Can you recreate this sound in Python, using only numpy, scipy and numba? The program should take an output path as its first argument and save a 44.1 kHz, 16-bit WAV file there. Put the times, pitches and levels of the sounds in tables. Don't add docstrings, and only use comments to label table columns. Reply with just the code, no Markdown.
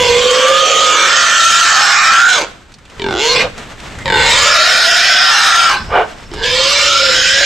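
import sys
import numpy as np
from scipy import signal
from scipy.fft import rfft, irfft, next_fast_len
from scipy.io import wavfile
from scipy.ndimage import uniform_filter1d, minimum_filter1d
from numba import njit

SR = 44100
rng = np.random.default_rng(int(sys.argv[2]) if len(sys.argv) > 2 else 0)


def store_wav(level_fs):
    pcm = np.round(np.clip(np.atleast_2d(level_fs), -1, 1) * 32767)
    wavfile.write(sys.argv[1], SR, pcm.T.astype(np.int16))


N = 328545
TIME = np.arange(N) / SR


def from_db(db):
    return 10 ** (np.asarray(db) / 20)


def rms_one(x):
    return x / np.sqrt(np.mean(x ** 2) + 1e-20)


def even(x):
    power = uniform_filter1d(uniform_filter1d(x ** 2, size=1800), size=900)
    return x / np.sqrt(np.abs(power) + 1e-4 * np.mean(x ** 2))


def in_time(rows):
    times, *columns = np.transpose(rows)
    return [np.interp(TIME, times, column) for column in columns]


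def gains(rows):
    inside = uniform_filter1d(((TIME >= rows[0][0]) & (TIME <= rows[-1][0])) * 1., size=200)
    return from_db(in_time(rows)) * inside


def swell(t, half_s):
    return np.exp(-((TIME - t) / half_s) ** 2)


def cut(x, hz, kind, order=2):
    return signal.sosfilt(signal.butter(order, hz, kind, fs=SR, output="sos"), x)


def drift(hz, step=16):
    slow = cut(rng.standard_normal(N // step + 6000), min(hz * step, .4 * SR), "low")[-(N // step + 2):]
    return np.interp(np.arange(N) / step, np.arange(len(slow)), rms_one(slow))


def coloured(x, spectrum):
    hz, db = np.transpose(spectrum)
    size = next_fast_len(N)
    shape = from_db(np.interp(np.log(np.fft.rfftfreq(size, 1 / SR) + 1), np.log(hz), db))
    return rms_one(irfft(rfft(x, size) * shape, size)[..., :N])


def stereo_noise(side_db):
    mid, side = rng.standard_normal((2, N))
    return mid + from_db(side_db) * side * [[1], [-1]]


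@njit
def two_pole(x, angle, radius):
    y = np.zeros(len(x))
    for i in range(2, len(x)):
        r = radius[i]
        drive = (1 - r ** 2) / 2 * (x[i] - x[i - 2])
        y[i] = drive + 2 * r * np.cos(angle[i]) * y[i - 1] - r ** 2 * y[i - 2]
    return y


def resonate(x, hz, width_hz):
    return two_pole(x, 2 * np.pi * hz / SR * np.ones(N), np.exp(-np.pi * width_hz / SR) * np.ones(N))


# start t/s, end t/s, pop rate/Hz, popping time/s, speed-up time/s, top rate/Hz, roughness/1,
# sag time/s, snout f/Hz, teeth f/Hz, fizz level/dB, left-right difference/dB
SCREAM_GESTURES = [(-0.4, 2.53, 48.4, 0.055, 0.26, 319, 0.61, 0.13, 3070, 6600, -18, -2.4),
                   (2.996, 3.37, 44.4, 0.11, 0.054, 173, 0.1, 0.025, 3340, 6150, -22.5, -1.5),
                   (4.057, 5.83, 46, 0.058, 0.18, 340, 0.57, 0.12, 3620, 4930, -15, -0.9),
                   (6.315, 7.93, 66.5, 0.005, 0.11, 349, 0.6, 0.088, 3060, 5020, -21, -2.2)]


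def current_scream(lead_s=0.033):
    rows = np.array(SCREAM_GESTURES)
    return rows[np.maximum(np.searchsorted(rows[:, 0] - lead_s, TIME) - 1, 0)].T


def effort(age, remaining, pop_rate, pop_s, speed_up_s, top_rate, top_rough, sag_s):
    rise = 1 - np.exp(-np.maximum(age - pop_s, 0) / speed_up_s)
    sag = np.exp(-np.maximum(remaining, 0) / sag_s)
    rate = pop_rate * (top_rate / pop_rate) ** (rise * (1 - 0.7 * sag))
    rough = (0.03 + top_rough * rise ** 1.4) * (1 - sag) + 0.6 * sag
    return rate, rough


def folds(rate, rough, jitter=.22, shimmer_db=4, puff_s=0.0074, leak_db=-24):
    rate = rate * (1 + .08 * rough * drift(25))
    pulses = np.zeros(N)
    for start, end, *_ in SCREAM_GESTURES:
        span = np.flatnonzero((TIME >= start) & (TIME < end))
        cycles = np.cumsum(rate[span]) / SR
        at = span[np.searchsorted(cycles, np.arange(int(cycles[-1]) + 1) - 1e-9) % len(span)]
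        late, strong = rng.standard_normal((1500, 2))[:len(at)].T
        moved = np.clip(at + jitter * rough[at] * late * SR / rate[at], 0, N - 1).astype(int)
        pulses[moved] = from_db(shimmer_db * rough[at] * np.clip(strong, -2, 2))
    fade = np.exp(-2 / (puff_s * SR))
    puffs = np.sqrt(signal.lfilter([1 - fade], [1, -fade], pulses ** 2 + 1e-18))
    air = (np.sqrt(rough) * puffs + from_db(leak_db) * rough ** 2) * rng.standard_normal(N)
    return pulses + air


def scatter(x, echo_db=-12, change_hz=3):
    out = x.copy()
    for delay_s in np.geomspace(.0016, .011, 7):
        lag = int(delay_s * SR)
        out[lag:] += from_db(echo_db) * drift(change_hz)[lag:] * x[:-lag]
    return out


# start t/s, end t/s, tonal energy share of throat/1, of mouth/1
WHISTLE_SPELLS = [(-0.1, 0.66, 0.93, 0), (-0.05, 0.178, 0, 0.7), (0.448, 1.06, 0, 0.54),
                  (0.602, 0.924, 0.01, 0.34), (1.412, 1.532, 0, 0.94), (2.122, 2.346, 0, 0.71),
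                  (4.42, 5.205, 0.23, 0.06), (5.557, 5.686, 0.1, 0.6), (6.399, 7.505, 0.75, 0.04),
                  (6.869, 7.046, 0.12, 0.93)]


def locking(lock_s=0.045):
    shares = sum(np.outer(pure, np.tanh((TIME - start) / lock_s) - np.tanh((TIME - end) / lock_s)) / 2
                 for start, end, *pure in WHISTLE_SPELLS)
    return np.clip(shares, 0, 1)


def whistling(rasp, hz, share, wobble, flutter_db):
    phase = 2 * np.pi * np.cumsum(hz * (1 + wobble * drift(85.5))) / SR
    tone = np.sqrt(2) * np.sin(phase) * from_db(flutter_db * drift(22))
    return np.sqrt(1 - share) * even(rasp) + np.sqrt(share) * tone


def upper_modes(source, third_hz, damping):
    stretch = (third_hz / 1600) ** 0.37
    out = np.zeros(N)
    for k in range(9):
        hz = (2200 + 690 * k) * stretch + 55 * drift(10)
        width_hz = 290 * damping * (1 + 0.2 * k)
        out += (-1) ** k * from_db(2 * drift(6.3)) * resonate(source, hz, width_hz)
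    return out


def snout(upper, hz, rough):
    radiated = resonate(upper, hz, 260) + (0.53 + 4.2 * rough) * upper
    return from_db(-1.5) * even(cut(cut(radiated, 1200, "high"), 3960, "low", order=5))


def teeth(upper, hz):
    radiated = resonate(upper, hz, 2250) + from_db(-12.5) * upper
    return even(cut(cut(radiated, 2500, "high", order=3), 7480, "low", order=10))


# f/Hz, level/dB
FIZZ_SPECTRUM = [(5000, -6), (7800, -5), (9000, -1), (10500, -7.5), (12000, -9.5), (13200, -15),
                 (16000, -26)]


def fizz(source):
    return even(coloured(source, FIZZ_SPECTRUM)) * from_db(1.96 * drift(15))


def chest(source, rate, slow_hz=130):
    slow = np.clip(1 - rate / slow_hz, 0, 1)
    return from_db(-5) * slow * even(cut(resonate(source, hz=105, width_hz=100), 430, "low"))


def hum(source):
    return from_db(-36.5) * even(cut(resonate(source, hz=168, width_hz=40), 217, "low", order=4))


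# t/s, half-width/s, f/Hz, level/dB
SHRIEK_FLARES = [(0.453, 0.67, 3240, -19.5), (1.01, 0.084, 2310, -16), (1.154, 0.06, 5640, -15),
                 (1.92, 0.19, 5530, -16), (2.027, 0.15, 2300, -14.5), (2.246, 0.11, 1480, -10),
                 (3.294, 0.055, 3500, -17.5), (4.222, 0.14, 1970, -15.5), (4.362, 0.18, 7300, -17),
                 (4.537, 0.029, 5300, -14), (4.624, 0.044, 3970, -15), (5.145, 0.11, 3380, -17),
                 (5.1, 0.48, 5180, -18.5), (6.471, 0.061, 1720, -19), (6.96, 0.07, 1350, -19),
                 (7.104, 0.46, 5234, -21.5)]


def shrieks(source, relative_width=0.11):
    out = np.zeros(N)
    for t, half_s, hz, db in SHRIEK_FLARES:
        band = resonate(resonate(source, hz, relative_width * hz), hz, 2 * relative_width * hz)
        out += from_db(db) * swell(t, half_s) * even(band)
    return out


# t/s, throat f/Hz, mouth f/Hz
FORMANT_TRACKS = [
    [(0, 500, 980), (.1, 478, 965), (.6, 538, 1245), (1, 535, 1245), (1.15, 585, 1345), (1.5, 680, 1350),
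     (2, 830, 1270), (2.33, 700, 1450), (2.46, 450, 640)],
    [(3, 420, 950), (3.16, 360, 770), (3.3, 478, 1020), (3.38, 466, 1030), (3.48, 560, 900)],
    [(4.06, 540, 930), (4.16, 430, 880), (4.3, 570, 940), (4.48, 590, 1260), (4.78, 670, 1470),
     (5.15, 707, 1510), (5.35, 780, 1300), (5.66, 800, 1380), (5.78, 840, 900)],
    [(6.33, 360, 880), (6.45, 475, 960), (6.77, 580, 1180), (6.93, 565, 1330), (7.15, 510, 1470),
     (7.45, 570, 1660)],
]
# t/s, throat level/dB, mouth level/dB, treble level/dB
BAND_LEVELS = [
    [(0.0, -12, -15.5, -13.5), (0.2, -11.5, -20.5, -16), (0.5, -13.5, -12.5, -17),
     (1.57, -33.5, -9.5, -13.5), (1.82, -19.5, -7.5, -13.5), (2.27, -28.5, -6.5, -16),
     (2.35, -22, -17.5, -11.5), (2.43, -19.5, -20, -21.5), (2.49, -53, -38, -44)],
    [(2.99, -31, -35, -31), (3.024, -22, -29, -22.5), (3.064, -16, -20.5, -26.5), (3.174, -20, -22, -22.5),
     (3.204, -19.5, -21.5, -14), (3.302, -15.5, -18, -10.5), (3.418, -19, -19, -10), (3.462, -17, -25, -29),
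     (3.49, -35, -33, -45)],
    [(4.05, -17, -24, -33), (4.058, -25.5, -21.5, -23), (4.144, -16, -10, -11.5), (4.312, -21.5, -14, -7.5),
     (4.52, -20, -9, -12), (4.976, -23.5, -12, -14), (5.686, -24.5, -8.5, -14.5), (5.75, -19.5, -15.5, -19),
     (5.83, -40, -28.5, -38)],
    [(6.31, -40, -48, -50), (6.316, -32, -43, -39), (6.42, -25.5, -26, -28.5), (6.44, -22, -27.5, -16.5),
     (6.728, -22, -18, -12), (7.22, -25, -15, -15), (7.264, -31.5, -14.5, -13),
     (7.434, -17.5, -10.5, -13.5), (7.45, -30, -17, -13)],
]


def screams(bright_rate_hz=364, glide_hz=450, glide_s=0.031):
    start, end, *drive, snout_hz, teeth_hz, fizz_db, _ = current_scream()
    age = np.maximum(TIME - start, 0)
    rate, rough = effort(age, end - TIME, *drive)
    throat_lock, mouth_lock = locking()
    rough = np.clip(rough * (1 - 0.3 * throat_lock), 0, 1)
    source = scatter(folds(rate, rough))

    throat_hz, mouth_hz = in_time([point for track in FORMANT_TRACKS for point in track])
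    third_hz = np.hypot(1225, mouth_hz) + glide_hz * np.exp(-age / glide_s)
    damping = 0.23 + 1.67 * rough

    upper = upper_modes(source, third_hz, damping)
    octaves = np.log2(rate / bright_rate_hz)
    teeth_gain = from_db(6 * octaves - 3 * throat_lock ** 3)
    treble = snout(upper, snout_hz, rough) - teeth_gain * teeth(upper, teeth_hz)
    treble += from_db(fizz_db + 3.5 * octaves) * fizz(source)

    throat = cut(resonate(source, throat_hz, 70 * damping), [290, 850], "band")
    throat = whistling(throat, throat_hz, throat_lock, wobble=0.0161, flutter_db=3.5)
    throat += chest(source, rate)

    third = from_db(-4.5) * resonate(source, third_hz, 170 * damping)
    mouth = cut(resonate(source, mouth_hz, 125 * damping) - third, [880, 2700], "band")
    mouth = whistling(mouth, mouth_hz, mouth_lock, wobble=0.0149, flutter_db=1.5)
    mouth += hum(source)

    throat_gain, mouth_gain, treble_gain = sum(gains(rows) for rows in BAND_LEVELS)
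    return throat_gain * throat + mouth_gain * mouth + treble_gain * treble + shrieks(source)


def gully(x, near_db=-6.5, near_s=0.012, far_db=-17, t60=0.46):
    age = TIME[:SR]
    near, far = rng.standard_normal((2, 2, SR)) * (age > .002)
    near = cut(near, 900, "high", order=1) * np.exp(-age / near_s)
    far = cut(far, 4200, "low", order=1) * from_db(-60 * age / t60)
    echoes = (from_db(near_db) * rms_one(near) + from_db(far_db) * rms_one(far)) / np.sqrt(2 * SR)
    return x + signal.fftconvolve(x[None], echoes, axes=1)[:, :N]


# f/Hz, level/dB
RUMBLE_SPECTRUM = [(10, -30), (22, 3), (42, -2), (70, -1.5), (110, -4.5), (200, -8.5), (300, -14),
                   (500, -49.5)]
# t/s, half-width/s, level/dB
RUMBLE_SWELLS = [(0.057, 0.17, -29), (3.095, 0.098, -33), (3.56, 0.34, -39), (4.21, 0.23, -24.5),
                 (5.875, 0.15, -29.5), (6.43, 0.17, -31.5), (7.378, 0.75, -37.5)]


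def rumble(floor_db=-43.5):
    level = from_db(floor_db) + sum(from_db(db) * swell(t, half_s) for t, half_s, db in RUMBLE_SWELLS)
    noise = coloured(stereo_noise(side_db=-12), RUMBLE_SPECTRUM)
    return level * rms_one(cut(noise, 340, "low"))


# f/Hz, level/dB
LEAF_SPECTRUM = [(80, -17), (200, 0.5), (450, 1), (800, -2), (1500, -1.5), (2500, -5.5), (3500, -7.5),
                 (5000, -14), (8000, -16), (9500, -29.5), (12500, -33), (16000, -50)]
# t/s, half-width/s, level change/dB
TRAMPLING_CHANGES = [(2.747, 0.19, -14), (3.586, 0.027, 5.5), (6.212, 0.18, -2.5)]


def scuffle(base_db=-32.5):
    clumps_db = 2 * drift(12)
    crackle = from_db(0.6 * drift(260) + clumps_db)
    level_db = base_db + sum(db * swell(t, half_s) for t, half_s, db in TRAMPLING_CHANGES)
    return from_db(level_db) * coloured(stereo_noise(side_db=-9) * crackle, LEAF_SPECTRUM)


# t/s, relative peak level/dB, ring f/Hz
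TWIG_SNAPS = [(2.7194, -31, 2230), (2.74, -29, 4730), (2.7847, -33, 1520), (2.853, -30.5, 2770),
              (2.8987, -31, 2820), (2.9417, -39, 1010), (3.579, -21, 1410), (3.8007, -24, 2630),
              (3.9863, -20, 1590), (6.3365, -16.5, 1110)]


def twigs(snap_s=0.0079):
    out, age = np.zeros(N), TIME[:3000]
    for t, db, hz in TWIG_SNAPS:
        crack = cut(rng.standard_normal(len(age)) * np.exp(-age / snap_s), 7700, "low", order=4)
        snap = cut(crack, [0.81 * hz, 1.15 * hz], "band", order=1) + 0.33 * crack
        at = int(t * SR)
        out[at:at + len(age)] += from_db(db + 1) * snap / np.abs(snap).max()
    return out


# f/Hz, bandwidth/Hz, level/dB
BARK_FORMANTS = [(454, 140, 1.5), (706, 33, 8.5), (863, 73, 4.5), (1210, 76, 1), (1470, 85, 2),
                 (2390, 190, -11.5), (2870, 140, -11)]


def bark(t=5.978, half_s=0.051, db=-6.5):
    breath = rng.standard_normal(N) * from_db(0.82 * drift(150))
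    voice = sum((-1) ** k * from_db(mode_db) * resonate(breath, hz, width_hz)
                for k, (hz, width_hz, mode_db) in enumerate(BARK_FORMANTS))
    return from_db(db) * swell(t, half_s) * even(cut(voice, [360, 3800], "band", order=4))


def scene():
    pan_db = uniform_filter1d(current_scream()[-1], size=4000)
    struggle = gully(screams() + bark() + twigs()) * from_db(pan_db * [[.5], [-.5]])
    return struggle + scuffle() + rumble()


def record(dry, ceiling=1.075, window=90, cutoff_hz=15900):
    needed_gain = ceiling / np.maximum(np.abs(dry).max(axis=0), ceiling)
    gain = uniform_filter1d(minimum_filter1d(needed_gain, size=window), size=window // 2)
    gain = uniform_filter1d(gain, size=window // 2)
    low_pass = signal.ellip(10, .1, 80, cutoff_hz, fs=SR, output="sos")
    return signal.sosfilt(low_pass, np.clip(dry * gain, -1, 1))


dry = scene()
out = record(dry)
store_wav(out)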